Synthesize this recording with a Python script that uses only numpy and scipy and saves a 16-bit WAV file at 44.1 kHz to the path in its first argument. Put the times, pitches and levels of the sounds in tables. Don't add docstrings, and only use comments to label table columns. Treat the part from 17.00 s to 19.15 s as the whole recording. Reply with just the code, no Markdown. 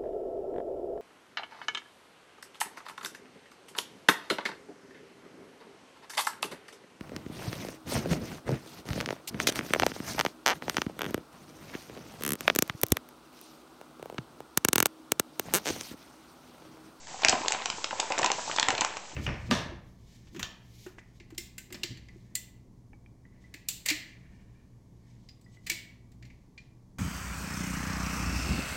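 import sys
import numpy as np
from scipy import signal
from scipy.fft import rfft, irfft
from scipy.io import wavfile

SR = 44100
rng = np.random.default_rng(int(sys.argv[2]) if len(sys.argv) > 2 else 0)


def elevation(decibels):
    levels = np.asarray(decibels, float)
    return 10 ** (levels / 20)


def pcm_store(signal):
    levels = np.round(np.clip(np.atleast_2d(signal), -1, 1) * 32767)
    wavfile.write(sys.argv[1], SR, levels.astype(np.int16).T)


N = 94815

# (frequency [Hz], level [dB per Hz])
HUSH_COLOUR = [(30, -13), (100, -8), (230, -9), (500, -14.5), (1250, -28), (8000, -11)]
# (frequency [Hz], level [dB per Hz])
SLIDE_COLOUR = [(1200, -12.5), (3000, -8), (7000, -3.5), (9000, 0)]
# (frequency [Hz], level [dB per Hz])
PAPER_COLOUR = [(160, -36.5), (400, -14), (850, 0.5), (1400, -9.5), (2500, -8), (4000, -17.5)]
# (time [s], wrinkling level [dB], sliding level [dB])
CAT_MOTION = [(0, -59, -75), (.065, -61.5, -85), (.08, -52, -42), (.2, -53, -40), (0.258, -37.5, -43.5),
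              (0.451, -47, -37.5), (.6, -42.5, -43), (.78, -51, -37), (.9, -56, -42.5), (0.989, -49, -40.5),
              (1.09, -47, -40.5), (1.24, -39, -42), (1.38, -48, -34.5), (1.52, -48.5, -32),
              (1.721, -39.5, -44.5), (1.86, -43, -42), (2.0, -53, -48.5), (2.15, -53.5, -45.5)]
# (time [s], peak [dB], pitch [Hz])
FLOOR_THUDS = [(0.116, -54, 280), (0.286, -33, 290), (0.33, -27.5, 272), (0.421, -45, 298),
               (0.735, -43.5, 203), (1.187, -38, 380), (1.227, -29, 324), (1.628, -35.5, 283),
               (1.686, -29, 286), (1.73, -63.5, 312), (2.131, -42.5, 295), (0.25, -45, 112),
               (0.285, -41.5, 91), (0.408, -35, 338), (1.35, -50, 162), (1.73, -40.5, 120), (1.79, -43, 90),
               (1.815, -35, 320)]
# (time [s], peak [dB], pitch [Hz])
PANEL_POPS = [(0.143, -27, 770), (0.193, -28.5, 830), (0.221, -25.5, 880), (0.232, -20, 780),
              (0.247, -19, 770), (0.259, -20.5, 734), (0.288, -17, 785), (0.327, -12, 945),
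              (0.365, -23.5, 618), (0.418, -26, 950), (0.434, -24.5, 960), (0.4475, -19.5, 990),
              (0.481, -21, 800), (0.506, -19.5, 880), (0.53, -43, 810), (0.548, -18, 894),
              (0.616, -26, 784), (0.658, -21.5, 970), (0.782, -26, 900), (0.929, -17, 800),
              (0.996, -19, 883), (1.029, -19.5, 884),
              (1.104, -16.5, 1015), (1.179, -17.5, 730), (1.187, -22, 690), (1.195, -11.5, 935),
                 (1.214, -18, 730), (1.2425, -13.5, 980), (1.259, -19, 870), (1.302, -12, 810),
                 (1.316, -17.5, 1040), (1.383, -22.5, 820), (1.392, -21, 1215), (1.478, -22, 890),
                 (1.497, -17, 1130), (1.562, -18, 1026), (1.583, -17, 900), (1.627, -18, 923),
                 (1.684, -13, 1010), (1.726, -23, 408), (1.81, -17.5, 1020), (1.818, -15, 940),
                 (1.847, -16, 1010), (1.969, -22, 960),
              (0.118, -36, 1094), (0.251, -15, 800), (.266, -25, 790), (.298, -17, 800),
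                 (.331, -16.5, 780), (.341, -22.5, 950), (.459, -19.5, 980), (.535, -22, 805),
                 (.565, -33, 770), (0.684, -25.5, 945), (.7, -23.5, 1010), (.843, -24, 796),
                 (.912, -26.5, 904), (1.002, -20, 896), (1.009, -39, 900), (1.019, -32, 905),
                 (1.042, -32.5, 580), (1.108, -16, 940), (1.123, -19.5, 965), (1.251, -26.5, 397),
                 (1.231, -20.5, 940), (1.246, -16.5, 970), (1.267, -18.5, 830), (1.271, -30.5, 760),
                 (1.457, -37, 860), (1.598, -17, 905), (1.612, -27, 854), (1.688, -14, 864),
                 (1.696, -25, 980), (1.704, -21, 900), (1.738, -21.5, 815), (1.752, -21.5, 900),
                 (1.791, -20.5, 1020), (1.826, -35, 1000)]
# (time [s], peak [dB], low part [dB],
# high part [dB], fade [ms])
CREASE_SNAPS = [(0.0704, -38, -4.5, 3, 0.75), (0.219, -21, -18, -12.5, 6),
                (0.2338, -14.5, -14.5, -25, 7.7), (0.2476, -2.5, -8.5, -6, 1.07),
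                (0.2564, -36, -21, -15.5, 1.2), (0.2834, 3.5, -25, -16, 2), (0.2936, -8.5, -25, -2, 2.3),
                (0.2959, -10, -19, -16, 1.4), (0.3249, -23.5, -1.5, -40.5, 3.8),
                (0.4164, -31, -5.5, -32, 1), (0.4594, -35, 1, -7, 1.1), (0.4816, -7, -15, -6, 1.9),
                (0.5209, -20, -3.5, 6.5, 1.6), (0.5464, -22.5, -9.5, -27, 4.6),
                (0.6203, -41.5, 10, 4, 0.88), (0.6571, -8.5, -19.5, -12, 1.76),
                (0.7001, -7, -23, -17, 2.8), (0.7274, -35, -5, -16, 0.67),
                (0.8425, -13.5, -11.5, -6.5, 2.6), (0.9084, -34.5, 5.5, -44, 2.5),
                (0.999, -8, -20.5, -9.5, 3.4),
                (1.1005, -34.5, -14, 6, 0.85), (1.1208, -13.5, -12.5, -11.5, 2),
                  (1.1782, -34, 7, -16, 2.7), (1.1827, -36.5, -13, 18, 0.83), (1.1889, -22, -7, 4, 2.5),
                  (1.217, -17.5, -22, -5, 1.9), (1.23, -19, -4, -5.5, 2.7), (1.2436, -14, -12.5, -2.5, 2.2),
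                  (1.2603, -8, -17.5, -12.5, 2.3), (1.301, -18.5, -7.5, -28, 1.7),
                  (1.3164, -20, -3.5, 4.5, 1.4), (1.513, -24.5, -1, -25, 1.3),
                  (1.5615, -11, -38, -13.5, 3.9), (1.575, -23.5, -9, -27, 0.67), (1.5844, -24, 2, -25, 1.9),
                  (1.5966, 1, -29.5, -13, 1.2), (1.6277, -10, -7, -10.5, 1.7), (1.685, -18.5, 0.5, 6, 1.4),
                  (1.704, -12, -9, -12.5, 2), (1.7498, -12, -23.5, -28, 2.3),
                  (1.7787, -10.5, -20, -19.5, 4.2), (1.8088, -3, -34, -14.5, 2.2),
                  (1.8472, -21.5, 0, 5, 1.6), (1.9685, -25.5, -8.5, -5.5, 4.3),
                (0.5062, -23, -26, -4, 1.7),
    (0.5293, -29.5, -6, 0, 1.7),
    (1.6334, -34, -29, -25, 1.3),
    (1.816, -22, -2.5, -7, 0.64),
    (1.9376, -30, -13, -23, 2.3),
                (.252, -15, -15, -15, 1.6), (0.2584, -34, -20, -24.5, 3), (.275, -37, -17, -19, 3),
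               (.307, -37, -30, -16, 2), (.353, -26, -8, -30, 2), (0.537, -20, -12, -16.5, 1.6),
               (1.107, -34, -13.5, -26, 2), (1.194, -27, -8.5, -28, 1.2), (1.66, -37, -14, -26, 1),
               (1.691, -19, -13, -30.5, 2.2), (1.718, -24.5, -22, -10, 1), (1.803, -26, -19, -18, 1),
               (1.818, -23, -3, -29, 1.5)]

HUSH_DB = -44.5
ROOM_T60_S, ROOM_DB, WALL_CUT_HZ = 0.26, -11, 4940
SLIDE_DB, SLIDE_FLICKER_DB = 2.5, 1.0
THUD_CYCLES, THUD_GAIN_DB, FLOOR_LOWEST_HZ = 10.5, 0.5, 55
WRINKLES_PER_S, WRINKLE_SPREAD_DB, CLUMP_DB = 2200, 1.5, 4.5
WRINKLE_CYCLES, WRINKLE_DB = 13.1, 3
POP_CYCLES, POP_GAIN_DB = 9.5, -3.5
FLUTTER_DB, FLUTTER_GRIT_DB, FLUTTER_MS = -13.5, 3.5, 3.57
SNAP_RISE_MS, SNAP_GRIT_DB, MID_PART_DB, SNAP_GAIN_DB = 0.28, 5, -16, 9
FLIP_AT_MS, FLIP_DB = 1.1, 9
BAG_LOWEST_HZ = 273


def rms_one(x):
    return x / np.sqrt(np.mean(x ** 2) + 1e-20)


def at_hz(points, hz):
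    point_hz, point_db = np.transpose(points)
    return np.interp(np.log(hz), np.log(point_hz), point_db)


def drift(rate_hz):
    r = np.exp(-2 * np.pi * rate_hz / SR)
    wander = signal.lfilter([1], [1, -2 * r, r * r], rng.standard_normal(N + SR))
    return rms_one(wander[SR:])


def ring(clicks, hz, t60_s):
    r = elevation(-60 / (t60_s * SR))
    w = 2 * np.pi * hz / SR
    return signal.lfilter([0, np.sin(w)], [1, -2 * r * np.cos(w), r * r], clicks + 1e-18)


def band(x, low_hz, high_hz):
    return signal.sosfilt(signal.butter(2, [low_hz, high_hz], "band", fs=SR, output="sos"), x)


def coloured(spectrum):
    hz = np.maximum(np.fft.rfftfreq(N, 1 / SR), 1)
    return rms_one(irfft(rfft(rng.standard_normal(N)) * elevation(at_hz(spectrum, hz)), N))


def add(out, s, sound):
    i = int(s * SR)
    out[i:i + len(sound)] += sound[:len(out) - i]


def hush():
    return elevation(HUSH_DB) * coloured(HUSH_COLOUR)


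def room(x):
    t = np.arange(SR // 2) / SR
    dull = np.exp(-2 * np.pi * WALL_CUT_HZ / SR)
    tail = signal.lfilter([1], [1, -dull], rng.standard_normal(len(t)))
    tail *= elevation(-60 * t / ROOM_T60_S)
    tail *= np.clip(t / 0.0076 - 0.3, 0, 1)
    return elevation(ROOM_DB) * signal.fftconvolve(x, tail / np.sqrt(np.sum(tail ** 2)))[:N]


def sliding_paper(level_db):
    flicker_db = SLIDE_FLICKER_DB * drift(8.1)
    return elevation(level_db + SLIDE_DB + flicker_db) * coloured(SLIDE_COLOUR)


def knocks(rows, cycles, gain_db):
    out = np.zeros(N)
    ms = np.arange(4000) / SR * 1000
    for s, db, hz in rows:
        chance, grit = rng.standard_normal((2, len(ms)))
        width = int(SR / hz / 2)
        flutter = chance * elevation(FLUTTER_GRIT_DB * (grit + 1)) * np.exp(-ms / FLUTTER_MS)
        push = elevation(FLUTTER_DB) * np.sqrt(width) * flutter
        push[:width] += np.hanning(width) * np.sign(chance[0])
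        soft_push = signal.lfilter([1], [1, -np.exp(-4 * np.pi * hz / SR)], push)
        body = ring(soft_push, hz, cycles / hz)
        add(out, s, elevation(db + gain_db) * body / np.abs(body).max())
    return out


def floor_thuds():
    return band(knocks(FLOOR_THUDS, THUD_CYCLES, THUD_GAIN_DB), FLOOR_LOWEST_HZ, 5000)


def wrinkles(level_db):
    sizes = elevation(WRINKLE_SPREAD_DB * np.minimum(rng.exponential(1, N), 3))
    sizes *= rng.choice([-1, 1], N)
    born = rng.random(N) < WRINKLES_PER_S * elevation(CLUMP_DB * drift(40)) / SR
    pitches = np.geomspace(160, 4000, 24)
    dealt = rng.integers(0, 24, N)
    rustle = np.zeros(N)
    for k, hz in enumerate(pitches):
        clicks = sizes * born * (dealt == k)
        rustle += elevation(at_hz(PAPER_COLOUR, hz)) * hz * ring(clicks, hz, WRINKLE_CYCLES / hz)
    return elevation(level_db + WRINKLE_DB) * rms_one(rustle)


def panel_pops():
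    return knocks(PANEL_POPS, POP_CYCLES, POP_GAIN_DB)


def crease_snaps():
    out = np.zeros(N)
    ms = np.arange(1000) / SR * 1000
    rise = 1 - np.exp(-(ms / SNAP_RISE_MS) ** 2)
    for s, db, low_db, high_db, fade_ms in CREASE_SNAPS:
        slip, grit = rng.standard_normal((2, len(ms)))
        burst = slip * elevation(SNAP_GRIT_DB * grit) * rise * np.exp(-ms / fade_ms)
        burst[int(FLIP_AT_MS * SR / 1000)] += elevation(FLIP_DB) * np.sign(slip[0])
        # (signed share, level [dB], from [Hz], to [Hz])
        parts = ((0.89, low_db, 1270, 3210),
                 (-0.54, MID_PART_DB, 3060, 5460),
                 (0.83, high_db, 5740, 11440))
        for share, part_db, low_hz, high_hz in parts:
            part = band(burst, low_hz, high_hz)
            add(out, s, elevation(db + part_db + SNAP_GAIN_DB) * share * part / np.abs(part).max())
    return out


def scene():
    s, wrinkle_db, slide_db = np.transpose(CAT_MOTION)
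    t = np.arange(N) / SR
    paper = crease_snaps() + panel_pops() + wrinkles(np.interp(t, s, wrinkle_db))
    bag = band(paper, BAG_LOWEST_HZ, 20000) + floor_thuds()
    slide = sliding_paper(np.interp(t, s, slide_db))
    return (bag + room(bag) + slide + hush())[None]


def roll_off(x):
    return signal.sosfilt(signal.butter(12, 9310, fs=SR, output="sos"), x)


def record(dry):
    cut = signal.sosfilt(signal.cheby2(12, 70, 9350, fs=SR, output="sos"), dry)
    return roll_off(cut - 0.0024)


dry = scene()
out = record(dry)
pcm_store(out)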